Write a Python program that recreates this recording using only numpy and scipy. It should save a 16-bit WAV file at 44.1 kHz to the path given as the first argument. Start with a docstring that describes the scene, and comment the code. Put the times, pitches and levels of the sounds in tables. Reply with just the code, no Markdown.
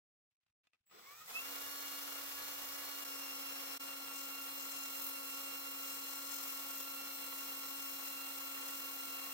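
"""Clicks and rubbing of a clamp on a trigger, then a cordless drill in a vise spinning a wooden dial.
The motor creeps up under its whistling speed control, surges and runs flat out, then turns slightly
slower with a shifted chord. A hand covers the drill and sandpaper rasps on the turning wood.
Rotor-locked sines make the tones; shaped noise makes gears, air, sandpaper and rubbing; ringing modes make clacks."""
import sys
import numpy as np
from scipy import signal
from scipy.fft import rfft, irfft, next_fast_len
from scipy.io import wavfile

SR = 44100
rng = np.random.default_rng(int(sys.argv[2]) if len(sys.argv) > 2 else 0)


def to_wav(s):
    """Save 16-bit WAV."""
    ch = np.atleast_2d(s).T  # columns
    pcm = np.round(np.clip(ch, -1, 1) * 32767)  # PCM
    wavfile.write(sys.argv[1], SR, pcm.astype(np.int16))


N = 411453

CREEP_S, FULL_S, LATER_S, COVERED_S = .87, 1.245, 3.045, 3.8
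SETTLED_S = LATER_S  # table name for the instant the chord shifts; the speed still wavers
WHINE_ORDER = 10  # multiple of the rotor speed
CHOPPER_HZ, CHOPPER_START_DB, CHOPPER_RISE_DB_PER_S, CHOPPER_LEAD_S = 7756, -76.5, 18, .014
CLACK_FALL_DB_PER_OCTAVE, CLACK_RISE_S = 12, .00076
BRUSHES_RE_AIR_DB, BRUSH_PLAY_TURNS = -10.5, .0032
GEAR_RATIO = 6.37  # rotor turns per spindle turn
CUTOFF_HZ = 15850
WANDER_TURNS_PER_S = .35
GEARS_LAG_S, AIR_LAG_S, OCTAVE_LAG_S = .028, .087, .025
GEARS_BITE_TURNS_PER_S = 65  # gear slack is taken up at this speed
FAN_FULL_TURNS_PER_S = 135  # air grows with speed squared below this
HUM_FULL_TURNS_PER_S = 280
GLIDES_FROM_TURNS_PER_S, GLIDES_FULL_TURNS_PER_S = 99, 106
WHINE_FULL_HZ, WHINE_FADE_HZ = 1950, 75  # whine fades in up to this pitch, over this span below it
WHINE_SWELL_DB, WHINE_SWELLS_PER_S = .66, 8.1
TOUCH_S, TOUCH_RASP_DB, TOUCH_HISS_DB = 4.1, -61.5, -50  # light rest of the sandpaper
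PRESS_ATTACK_S, PRESS_RELEASE_S = .018, .054

# Clamp, trigger and first gear clack on the housing [t/s, level/dB, pitch/Hz]
CLACKS = [(.310, -96, 2400), (.368, -96, 1900), (.481, -89, 2800), (.498, -94, 1300), (.522, -97, 1500),
          (.639, -85, 2600), (.670, -66, 3400), (0.7328, -69, 2450), (.744, -76, 2450), (.754, -83, 1100),
          (.897, -68, 2400), (.912, -58, 1400)]
# Ringing modes of the plastic housing [f/Hz, level/dB, t60/s]
HOUSING_MODES = [(1266, 1.5, 0.039), (1990, -3, .045), (2500, 0, 0.043), (2670, -3, 0.052),
                 (3500, -4, 0.034), (4870, -13, .05), (7160, -4, .04)]
# Fingers and clamp rubbing on the housing [t/s, length/s, level/dB]
RUBS = [(.300, 0.042, -97), (0.4, .1, -97), (.455, 0.027, -98), (.633, .032, -87), (.68, 0.054, -98),
        (0.726, 0.03, -87), (.77, 0.094, -98), (.862, .04, -83)]
# Dull knocks of the drill body: starting kick, hand [t/s, level/dB, t60/s]
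BODY_BUMPS = [(.918, -63.5, 0.66), (9.06, -50.5, 0.12)]
# Soft thumps of the vise [t/s, level/dB, t60/s]
VISE_THUMPS = [(.312, -101, .2), (.43, -99, .25), (.495, -95, .15), (.66, -100, .2), (.735, -96, .15),
               (.804, -89, 0.16)]

# Noise spectra [f/Hz, density/dB per Hz]: rubbing, body knock, vise thump
RUB_SPECTRUM = [(40, -14), (120, -3), (250, -8), (700, -2.5), (1300, -3), (2600, 0), (4500, -6.5),
                (9000, -17), (16000, -25)]
BUMP_SPECTRUM = [(30, -20), (80, -17), (160, -2), (280, -2), (450, 11), (800, -25), (16000, -90)]
THUMP_SPECTRUM = [(30, -24), (90, 2), (140, -4), (300, -24), (2000, -60)]
# Gear rattle and fan air [f/Hz, density/dB per Hz]
GEAR_SPECTRUM = [(25, -47), (50, -38), (70, -16), (90, -22), (125, -15.5), (160, -21.5), (200, -14),
                 (240, -15), (400, -8), (490, 1), (620, -6), (700, -0.5), (920, -1.5), (1050, 0.5),
                 (1300, 2), (1450, 0.5), (1580, -7), (1950, -2), (2550, -5.5), (3050, -6.5), (3450, -2),
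                 (3750, -9), (4100, -2.5), (4450, -14), (5000, -5.5), (8000, -22)]
AIR_SPECTRUM = [(500, -27.5), (2500, -15), (4400, -2.5), (5600, 1), (7500, -0.7), (9500, -4.5), (11000, -3),
                (12500, 0.5), (14000, 5.2), (16000, 3.5)]
# Strength of the brush-buzz lines at 280 turns/s [f/Hz, level/dB]
BRUSH_SPECTRUM = [(1600, -7.5), (3500, -6), (5600, -2.5), (8000, -7), (10500, -5), (12500, -2), (15500, -1)]
# Coarse and fine sandpaper noise [f/Hz, density/dB per Hz]
RASP_SPECTRUM = [(300, -18.5), (1500, -12), (3000, -7.5), (4400, -13.5), (5200, 2.5), (7200, 4.5),
                 (8500, -1), (10500, -16), (16000, -27)]
HISS_SPECTRUM = [(5000, -59), (10000, -9), (11500, -8), (12500, 0.5), (14000, -0.5), (16000, 0)]
# Stereo width of all noises [f/Hz, side re mid/dB]
NOISE_WIDTH = [(60, -18), (110, -13), (200, -45), (380, 2), (700, 2), (1290, 0), (2380, -1.5), (4400, 2),
               (8120, -0.5), (15000, 1)]
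# Direction of drill and sandpaper noise [f/Hz, left re right/dB]
DRILL_SIDE = [(100, 0), (700, 0), (4000, 1), (6000, 3), (10000, 2), (12500, -5), (16000, -0.5)]
PAPER_SIDE = [(1000, 1), (4000, 24.5), (6000, 6.5), (8500, 11), (11000, -1.5), (14000, 2)]

# Rotor speed it heads for: start, clamp tightening, full throttle [t/s, speed/turns per s, lag/s]
THROTTLE = [(CREEP_S, 102, .045), (.985, 156, .33), (FULL_S, 281.4, .059)]
# Speed once running, wavering slightly, a little slower after 3.05 s [t/s, speed/turns per s]
RUNNING_SPEED = [(1.55, 279.9), (1.62, 281.8), (1.95, 281.7), (2.22, 279.2), (2.5, 282), (2.65, 279.5),
                 (2.83, 282.2), (3.03, 280.9), (3.05, 277.5), (3.35, 274.5), (3.75, 275.7), (4.4, 274.9),
                 (6.0, 274.7), (6.3, 276.3), (6.45, 274.8), (6.65, 275.0), (6.8, 273.1), (7.0, 275.5),
                 (7.65, 273.9), (7.8, 275.9), (7.95, 274.0), (8.5, 274.5), (9.0, 274.8), (9.3, 273.0)]
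# Drill stages [t/s, gear level/dB, air level/dB, whine-octave change/dB]; hand on in the last three
STAGES = [(CREEP_S, -68, -57, 0), (.912, -61.3, -55.5, 0), (1.268, -51.5, -46, 1), (1.3, -52, -45, -2),
          (SETTLED_S, -52.5, -46, 5.9), (COVERED_S, -53.5, -48.5, 0), (4.5, -54, -47.5, 0),
          (8, -53.5, -47.5, -11)]
# Throb of the planet gears [rate/beats per rotor turn, depth/1]
GEAR_BEATS = [(.0697, .06), (.1066, .075), (.131, .055), (.157, .04), (.1895, .05)]

# Motor and gear lines, before gain offsets and swells: creeping, surging, flat out, later
# [order/multiple of speed, level/dB, left re right/dB, left lead/rad]
CREEPING_TONES = [(4, -82, 0, 0), (10, -61.5, 0, .6), (11, -72, 0, 1), (15, -73, 0, 0), (20, -65, 0, .8),
                  (30, -72, 0, 0), (60, -79, 0, 0), (70, -82, 0, 0)]
SURGING_TONES = [(1, -78, 0, 0), (2, -76, 0, 0), (3, -75, 0, 0), (5, -61.5, 0, .5), (30, -64.5, 0, 1),
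                 (40, -63.5, -2, .1), (50, -66, -3, 1)]
FAST_TONES = [(0.25, -85, -2, 0.3), (1.79, -73.0, 2, -0.2), (2, -69, -6, -2.0), (3, -70.5, 5, -1.7),
              (3.73, -72.1, 2, -1.3), (4, -63.5, -2, 0.5), (5, -65.0, -7, 0.9), (5.25, -74.2, 1, 1.5),
              (6, -64.2, 6, 0.6), (7, -72.5, -6, -0.1), (8, -66.3, 2, 0.7), (11, -70.0, 0, -2.6),
              (13, -72.3, -8, -1.0), (15, -61.9, -1, -1.3), (20, -65.3, 4, -2.8), (30, -67.0, -1, 1.9),
              (31, -69.7, 3, -2.7), (40, -64.9, -2, 0.1), (45, -63, -6, -0.1), (50, -64, -4, 1.0)]
LATER_TONES = [(1.79, -75.5, 6, 0.6), (2, -65.4, 5, 2.1), (3, -73.4, 4, 2.2), (3.27, -75.5, 6, -0.3),
               (4, -64.3, 3, 0.6), (5, -60.9, -2, 0.1), (6, -74.3, 6, 1.3), (7, -75.5, 2, -0.6),
               (8, -70, 7, 0.3), (13, -69.8, 4, 3.0), (15, -63.3, 4, 0.1), (20, -66.9, 5, 2.2),
               (30, -62.2, 5, -0.4), (31, -72.5, 8, 1.7), (40, -62.7, 3, 2.9), (45, -65, -4, -2.6),
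               (49, -65.1, -2, -0.0), (50, -58.6, -2, -1.3)]
# Housing response to gliding lines [f/Hz, gain/dB]
GLIDE_RESPONSE = [(1020, -15), (1090, -0.5), (1170, -0.5), (1205, -10), (1260, 2), (1340, 4), (1500, -6),
                  (1980, -3), (2130, -1), (2480, -3), (3100, -14), (3500, -7), (3700, 7), (3900, -8),
                  (4600, -10), (6600, -5), (7500, 3), (8600, -8), (10000, 2), (12000, -4)]
# Changes of the later lines until the hand covers the drill [order/multiple of speed, change/dB]
UNCOVERED_CHANGES = [(4, -1.5), (5, -2), (6, 6), (30, -6.5), (50, -8)]
# Thin whistle two octaves above the whine [t/s, change/dB]
WHISTLE_CHANGE = [(1.45, 0), (1.53, -5), (1.72, 3), (2.02, 2), (2.15, -7), (2.38, -7), (2.48, 4),
                  (2.62, -8), (2.88, 1.5), (3.02, -4), (3.12, 6), (3.35, 0), (3.55, 5), (3.75, -1),
                  (4.15, -1), (6.9, -1), (7.8, 1), (9.3, -2)]
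# Upper whine, a fifth above the main one [t/s, change/dB]
UPPER_WHINE_CHANGE = [(1.55, -2), (1.93, 2), (2.04, -7), (2.15, 1), (2.28, -6), (2.47, 3), (2.65, -6),
                      (2.9, 2), (3.12, -5), (3.3, -2), (3.95, 0), (8, 0)]
# Low rumble, one beat in four rotor turns [t/s, change/dB]
RUMBLE_CHANGE = [(1.55, -6), (1.66, 8), (1.8, -8), (2.15, -5), (2.3, 7), (2.7, 3), (2.85, -6)]
# Once-per-turn hum [t/s, level/dB]
HUM_LEVEL = [(1.0, -95), (1.24, -82), (1.32, -79), (1.4, -70), (1.52, -62), (1.65, -65), (2.1, -62.5),
             (2.35, -65.5), (3.0, -64), (3.1, -61.5), (8, -61)]
# Main whine [t/s, level/dB, left re right/dB]
WHINE_LEVEL = [(1.283, -55, 0), (1.31, -70, 0), (1.335, -57, 0), (1.365, -40, 2), (1.42, -52.5, -1),
               (1.55, -56.5, -2), (1.75, -58, -4), (1.95, -56, 0), (2.12, -57.5, 7), (2.25, -55.5, 2),
               (2.7, -55.5, 0), (2.98, -57.5, 6), (3.1, -53, -0.5), (3.55, -52.5, 0), (3.95, -54, -0.5),
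               (4.4, -53, -3), (5.95, -52.5, -3.5), (6.1, -55.5, 0), (6.6, -54, -1), (8.3, -52.5, -2.5),
               (9.15, -52.5, -1), (9.3, -54, 1)]
# Sway of the whine between the ears [t/s, left lead/rad]
WHINE_LEAD = [(1.45, 2.4), (1.7, 1.8), (1.75, 2.7), (1.95, 1.2), (2.05, 2.8), (2.15, 2), (2.3, 3.1),
              (2.75, 2.4), (3.15, 2.5), (3.25, 1.36), (3.35, 2.75), (3.7, 3.0), (3.9, 2), (3.95, 2.7),
              (4.2, 2.1), (4.3, 2.9), (4.4, 1.7), (4.45, 2.66), (5.25, 3.26), (6.25, 2.64), (6.55, 3.04),
              (6.85, 1.3), (6.98, 4.3), (7.3, 2.85), (7.7, 2.45), (7.88, 3.0), (8.0, 2.5), (8.15, 2.4),
              (8.2, 1.7), (8.4, 2.9), (8.6, 2.45), (8.9, 2.6), (9.3, 2.1)]

# Sandpaper presses [t/s, length/s, rasp level/dB, hiss level/dB]
PRESSES = [(4.116, 0.12, -53, -60), (4.566, 0.048, -50.5, -51), (4.678, 0.19, -53, -55),
           (4.918, 0.13, -55.5, -47), (5.004, 0.076, -63, -40.5), (5.294, 0.069, -52.5, -50),
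           (5.784, 0.48, -55.5, -50.5), (6.253, 0.13, -51, -46), (6.385, 0.17, -56.5, -47),
           (6.654, 0.15, -55, -44.5), (7.35, 0.17, -57, -49), (7.504, 0.21, -63, -56),
           (7.788, .11, -57, -48), (8.024, 0.054, -54, -46), (8.348, 0.41, -61, -51.5),
           (8.713, 0.41, -61, -53)]
# Brief dips of the whole level [t/s, length/s, depth/dB]
LEVEL_DIPS = [(3.045, .007, -9), (3.788, .016, -26)]


def from_db(db):
    """Decibels to amplitude gain."""
    return 10 ** (np.asarray(db) / 20)


def rms_one(x):
    """Scale to unit rms."""
    return x / np.sqrt(np.mean(x ** 2) + 1e-20)


def at_hz(points, hz):
    """Read a curve on a log-frequency axis."""
    f, value = np.transpose(points)
    return np.interp(np.log(hz + 1e-6), np.log(f), value)


def in_time(rows):
    """Join points of (s, value) by straight lines."""
    return np.interp(np.arange(N) / SR, *np.transpose(rows))


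def drift(rate_hz, at=np.arange(N)):
    """Slow random curve of rms 1 at about rate_hz, read at the given samples."""
    pole = np.exp(-80 * np.pi * rate_hz / SR)  # computed at every 40th sample
    white = rng.standard_normal(N // 40 + 2002)
    slow = signal.lfilter([1], [1, -2 * pole, pole * pole], white)[2000:]
    return np.interp(at / 40, np.arange(len(slow)), rms_one(slow))


def eased(rows):
    """From zero, approach each value exponentially; rows of (s, value, lag s)."""
    out = np.zeros(N)
    for s, value, lag_s in rows:
        i = int(s * SR)
        decay = np.exp(-np.minimum(np.arange(N - i) / SR / lag_s, 50))
        out[i:] = value + (out[i] - value) * decay
    return out


def held(s, length_s, attack_s, release_s):
    """Envelope that rises, holds and dies away."""
    age_s = np.maximum(np.arange(N) / SR - s, 0)
    release = np.exp(-np.clip((age_s - length_s) / release_s, 0, 50))
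    return (1 - np.exp(-age_s / attack_s)) * release


def blows(rows, rise_s):
    """Summed envelopes that rise fast and decay by 60 dB in t60."""
    out = np.zeros(N)
    for s, db, t60_s in rows:
        age_s = np.maximum(np.arange(N) / SR - s, 0)
        decay = np.exp(-np.minimum(np.log(1000) * age_s / t60_s, 50))
        out += from_db(db) * (1 - np.exp(-age_s / rise_s)) * decay
    return out


def noise(spectrum, direction, excitation=1):
    """Stereo noise, modulated by its excitation, then coloured and placed; rms 1."""
    size = next_fast_len(N)
    hz = np.arange(size // 2 + 1) * SR / size
    mid, side = rfft(rng.standard_normal((2, N)) * excitation, size)
    width = from_db(at_hz(NOISE_WIDTH, hz))
    pair = (mid + side * width * [[1], [-1]]) / np.hypot(1, width)
    gain = from_db(at_hz(spectrum, hz) + at_hz(direction, hz) * [[.5], [-.5]])
    return rms_one(irfft(pair * gain, size)[:, :N])


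def hands(slip_db=3.5):
    """Friction sticks and slips, clacks ring the housing, body and vise knock dully."""
    rubbing = sum(from_db(db) * held(s, length_s, attack_s=.006, release_s=.012)
                  for s, length_s, db in RUBS)
    rubs = rubbing * noise(RUB_SPECTRUM, DRILL_SIDE, from_db(slip_db * drift(140)))
    bumps = blows(BODY_BUMPS, rise_s=.011) * noise(BUMP_SPECTRUM, DRILL_SIDE)
    thumps = blows(VISE_THUMPS, rise_s=.004) * noise(THUMP_SPECTRUM, DRILL_SIDE)
    return rubs + clacks() + bumps + thumps


def clacks(spread_db=2, crack_db=-1, crack_t60_s=.025):
    """A short crack sets the housing modes ringing, those near its own pitch most strongly."""
    out, age_s = np.zeros((2, N)), np.arange(SR // 4) / SR
    for s, db, pitch_hz in CLACKS:
        start = int(s * SR)
        for hz, mode_db, t60_s in HOUSING_MODES:
            fall_db = CLACK_FALL_DB_PER_OCTAVE * abs(np.log2(hz / pitch_hz))
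            gain = from_db(db + mode_db - fall_db + rng.normal(0, spread_db, (2, 1)))
            envelope = (1 - np.exp(-age_s / CLACK_RISE_S)) * from_db(-60 * age_s / t60_s)
            ring = np.sin(2 * np.pi * hz * age_s + rng.normal(0, 1, (2, 1)))
            out[:, start:start + len(age_s)] += gain * envelope * ring
    cracks = blows([(s, db + crack_db, crack_t60_s) for s, db, _ in CLACKS], rise_s=.0008)
    return out + cracks * noise(RUB_SPECTRUM, DRILL_SIDE)


def speed_control(octave_db=3):
    """Chopped motor current whistles at a fixed pitch, with its octave, at part throttle."""
    t = np.arange(N) / SR
    level_db = CHOPPER_START_DB + CHOPPER_RISE_DB_PER_S * (np.clip(t, CREEP_S, FULL_S) - CREEP_S)
    gate = held(CREEP_S - CHOPPER_LEAD_S, FULL_S - CREEP_S, attack_s=.012, release_s=.0071)
    angle = 2 * np.pi * CHOPPER_HZ * t + .4 * drift(40)
    whistle = np.sin(angle) + from_db(octave_db) * np.sin(2 * angle)
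    return from_db(level_db + drift(30)) * whistle * gate


def stage_levels():
    """Gains of gears and air, and dB change of the whine's octave, eased between stages."""
    starts, gears_db, air_db, octave_db = np.transpose(STAGES)
    gears = eased([(s, gain, GEARS_LAG_S) for s, gain in zip(starts, from_db(gears_db))])
    air = eased([(s, gain, AIR_LAG_S) for s, gain in zip(starts, from_db(air_db))])
    return gears, air, eased([(s, db, OCTAVE_LAG_S) for s, db in zip(starts, octave_db)])


def rattle_and_air(turns, speed, gears_gain, air_gain, beat=.13, rough_db=1.22):
    """Gear teeth rattle and brushes buzz with the rotor, under fan air; planet gears make all throb."""
    pulsing = 1 + beat * np.sin(2 * np.pi * turns)
    throb = 1 + sum(depth * np.sin(2 * np.pi * rate * turns) for rate, depth in GEAR_BEATS)
    biting = np.clip(speed / GEARS_BITE_TURNS_PER_S, 0, 1) ** 3
    rattle = noise(GEAR_SPECTRUM, DRILL_SIDE, pulsing * from_db(rough_db * drift(38)))
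    gears = biting * gears_gain * rattle
    rush = noise(AIR_SPECTRUM, DRILL_SIDE, pulsing * from_db(.6 * drift(80)))
    rush = rush + from_db(BRUSHES_RE_AIR_DB) * brushes(turns)
    fan = np.clip(speed / FAN_FULL_TURNS_PER_S, 0, 1) ** 2
    return throb * (gears + air_gain * fan * rush)


def brushes(turns, size=512):
    """Brushes ride the same bumps every turn: an even buzz of rotor multiples; rms 1."""
    orders = np.arange(size // 2 + 1)
    strength = from_db(at_hz(BRUSH_SPECTRUM, orders * HUM_FULL_TURNS_PER_S))
    strength = strength * (orders > 5) * (orders < 58)
    bumps = irfft(strength * np.exp(2j * np.pi * rng.random((2, len(orders)))))
    place = (turns + BRUSH_PLAY_TURNS * drift(27)) % 1 * size
    buzz = [np.interp(place, np.arange(size + 1), np.append(ear, ear[0])) for ear in bumps]
    return rms_one(np.array(buzz))


def motor(turns, speed, octave_db):
    """Rotor-locked lines: rough glides, shrill sweeps, a full chord, then a shifted chord."""
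    swells = line_swells(octave_db)
    full = np.clip((speed - 250) / 31, 0, 1) ** 2
    later = np.clip((np.arange(N) / SR - LATER_S) / .015 + .5, 0, 1)
    glide_span = GLIDES_FULL_TURNS_PER_S - GLIDES_FROM_TURNS_PER_S
    slow = np.clip((speed - GLIDES_FROM_TURNS_PER_S) / glide_span, 0, 1)
    slow = slow * np.clip((140 - speed) / 15, 0, 1)
    creeping = tones(CREEPING_TONES, slow, turns, speed, {},
                     waver_db=1, flutter_db=2.5, smear=.018, gain_db=-1.5, gliding=True)
    surging = np.clip((speed - 150) / 50, 0, 1) * (1 - full) * (1 - later)
    sweeps = tones(SURGING_TONES, surging, turns, speed, {},
                   waver_db=1, flutter_db=2, smear=.008, gain_db=0, gliding=True)
    fast = tones(FAST_TONES, full * (1 - later), turns, speed, swells,
                 waver_db=1.4, flutter_db=2, smear=.014, gain_db=-.5)
    shifted = tones(LATER_TONES, later, turns, speed, swells,
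                    waver_db=1, flutter_db=1.9, smear=.031, gain_db=0)
    return creeping + sweeps + fast + shifted + hum(turns, speed) + whine(turns, speed)


def tones(table, share, turns, speed, swells, waver_db, flutter_db, smear, gain_db, gliding=False):
    """Rotor-locked sines wavering in level and phase; part of the phase strays separately at each ear."""
    sounding = np.flatnonzero(share)
    on = slice(sounding[0], sounding[-1] + 1)
    out, at = np.zeros((2, N)), np.arange(N)[on]
    for order, db, pan_db, lead_rad in table:
        swell_db = gain_db + waver_db * drift(7.9, at) + flutter_db * drift(30.5, at)
        if order in swells:
            swell_db = swell_db + swells[order][on]
        if gliding:
            swell_db = swell_db + at_hz(GLIDE_RESPONSE, order * np.abs(speed[on]))
        gain = from_db(db + swell_db)
        # order ** 2 staggers the phases; gear play smears high orders most
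        angle = 2 * np.pi * order * turns[on] + order ** 2 + smear * order * drift(37, at)
        for channel, sign in enumerate((.5, -.5)):
            stray_rad = .075 * np.sqrt(order) * drift(3, at)
            line = np.sin(angle + sign * lead_rad + stray_rad)
            out[channel, on] += gain * from_db(sign * pan_db) * line
    return np.sqrt(2) * out * share


def line_swells(octave_db):
    """Level changes in dB by order: some lines swell and fade; some change when the hand covers the drill."""
    uncovered = in_time([(LATER_S - .01, 0), (LATER_S, 1), (COVERED_S - .1, 1), (COVERED_S, 0)])
    swells = {order: db * uncovered for order, db in UNCOVERED_CHANGES}
    swells[2 * WHINE_ORDER] = octave_db
    swells[4 * WHINE_ORDER] = in_time(WHISTLE_CHANGE)
    swells[15] = in_time(UPPER_WHINE_CHANGE)
    swells[.25] = in_time(RUMBLE_CHANGE)
    return swells


def tone(order, turns, level_db, pan_db, lead_rad):
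    """One rotor-locked sine with level and phase offsets between the ears."""
    sign = np.array([[.5], [-.5]])
    line = np.sin(2 * np.pi * order * turns + sign * lead_rad)
    return np.sqrt(2) * from_db(level_db + sign * pan_db) * line


def hum(turns, speed, slow_flutter_db=7.0):
    """The unbalanced rotor hums once a turn: weak and shaky on the way up, steadier at speed."""
    slow = np.clip(1 - speed / HUM_FULL_TURNS_PER_S, 0, 1)
    level_db = in_time(HUM_LEVEL) + slow_flutter_db * np.sqrt(slow) * drift(39)
    later = in_time([(LATER_S - .02, 0), (LATER_S + .02, 1)])
    running = np.clip(speed / GLIDES_FROM_TURNS_PER_S, 0, 1) ** 2
    return running * tone(1, turns, level_db, -5 + 6 * later, -1 + .4 * later)


def whine(turns, speed, flutter_db=1.76, sway_db=2.5, sway_rad=.2, smear_turns=.0059):
    """Ten pulses a turn; fades in as its pitch rises, then sways between the ears."""
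    fade_in = np.clip((WHINE_ORDER * speed - WHINE_FULL_HZ) / WHINE_FADE_HZ + 1, 0, 1)
    level_db = in_time([(s, db) for s, db, _ in WHINE_LEVEL])
    level_db = level_db + WHINE_SWELL_DB * drift(WHINE_SWELLS_PER_S) + flutter_db * drift(37)
    pan_db = in_time([(s, pan) for s, _, pan in WHINE_LEVEL]) + sway_db * drift(12.5)
    lead_rad = in_time(WHINE_LEAD) + sway_rad * drift(12)
    return fade_in * tone(WHINE_ORDER, turns + smear_turns * drift(33), level_db, pan_db, lead_rad)


def pressing():
    """Gains of rasp and hiss: a light touch plus each press, added in power."""
    touch = held(TOUCH_S, N / SR, PRESS_ATTACK_S, PRESS_RELEASE_S)
    rasp_power = (from_db(TOUCH_RASP_DB) * touch) ** 2
    hiss_power = (from_db(TOUCH_HISS_DB) * touch) ** 2
    for s, length_s, rasp_db, hiss_db in PRESSES:
        press = held(s, length_s, PRESS_ATTACK_S, PRESS_RELEASE_S)
        rasp_power = rasp_power + (from_db(rasp_db) * press) ** 2
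        hiss_power = hiss_power + (from_db(hiss_db) * press) ** 2
    return np.sqrt(rasp_power), np.sqrt(hiss_power)


def sandpaper(turns, rasp_gain, hiss_gain, grain_db=4.5, unsteady_db=1.5):
    """Grit scratches wood; the off-centre dial presses harder once a spindle turn."""
    wobble = 1 + .35 * np.sin(2 * np.pi * turns / GEAR_RATIO)
    grit = wobble * from_db(unsteady_db * drift(17) + grain_db * rng.standard_normal(N))
    rasp = rasp_gain * noise(RASP_SPECTRUM, PAPER_SIDE, grit)
    return rasp + hiss_gain * noise(HISS_SPECTRUM, PAPER_SIDE, grit)


def scene():
    """One rotor angle drives the tones, the rattle and the sanding."""
    rasp, hiss = pressing()
    gears, air, octave_db = stage_levels()
    starting = np.arange(N) / SR < RUNNING_SPEED[0][0]
    speed = np.where(starting, eased(THROTTLE), in_time(RUNNING_SPEED))
    turns = np.cumsum(speed + WANDER_TURNS_PER_S * drift(5.98)) / SR
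    drill = speed_control() + rattle_and_air(turns, speed, gears, air) + motor(turns, speed, octave_db)
    return hands() + drill + sandpaper(turns, rasp, hiss)


def record(dry):
    """The level dips briefly twice, and a steep low-pass cuts the top."""
    t = np.arange(N) / SR
    dip_db = sum(db / (1 + (2 * (t - s) / length_s) ** 4) for s, length_s, db in LEVEL_DIPS)
    low_pass = signal.ellip(12, .1, 80, CUTOFF_HZ, fs=SR, output="sos")
    return signal.sosfilt(low_pass, dry * from_db(dip_db))


dry = scene()
out = record(dry)
to_wav(out)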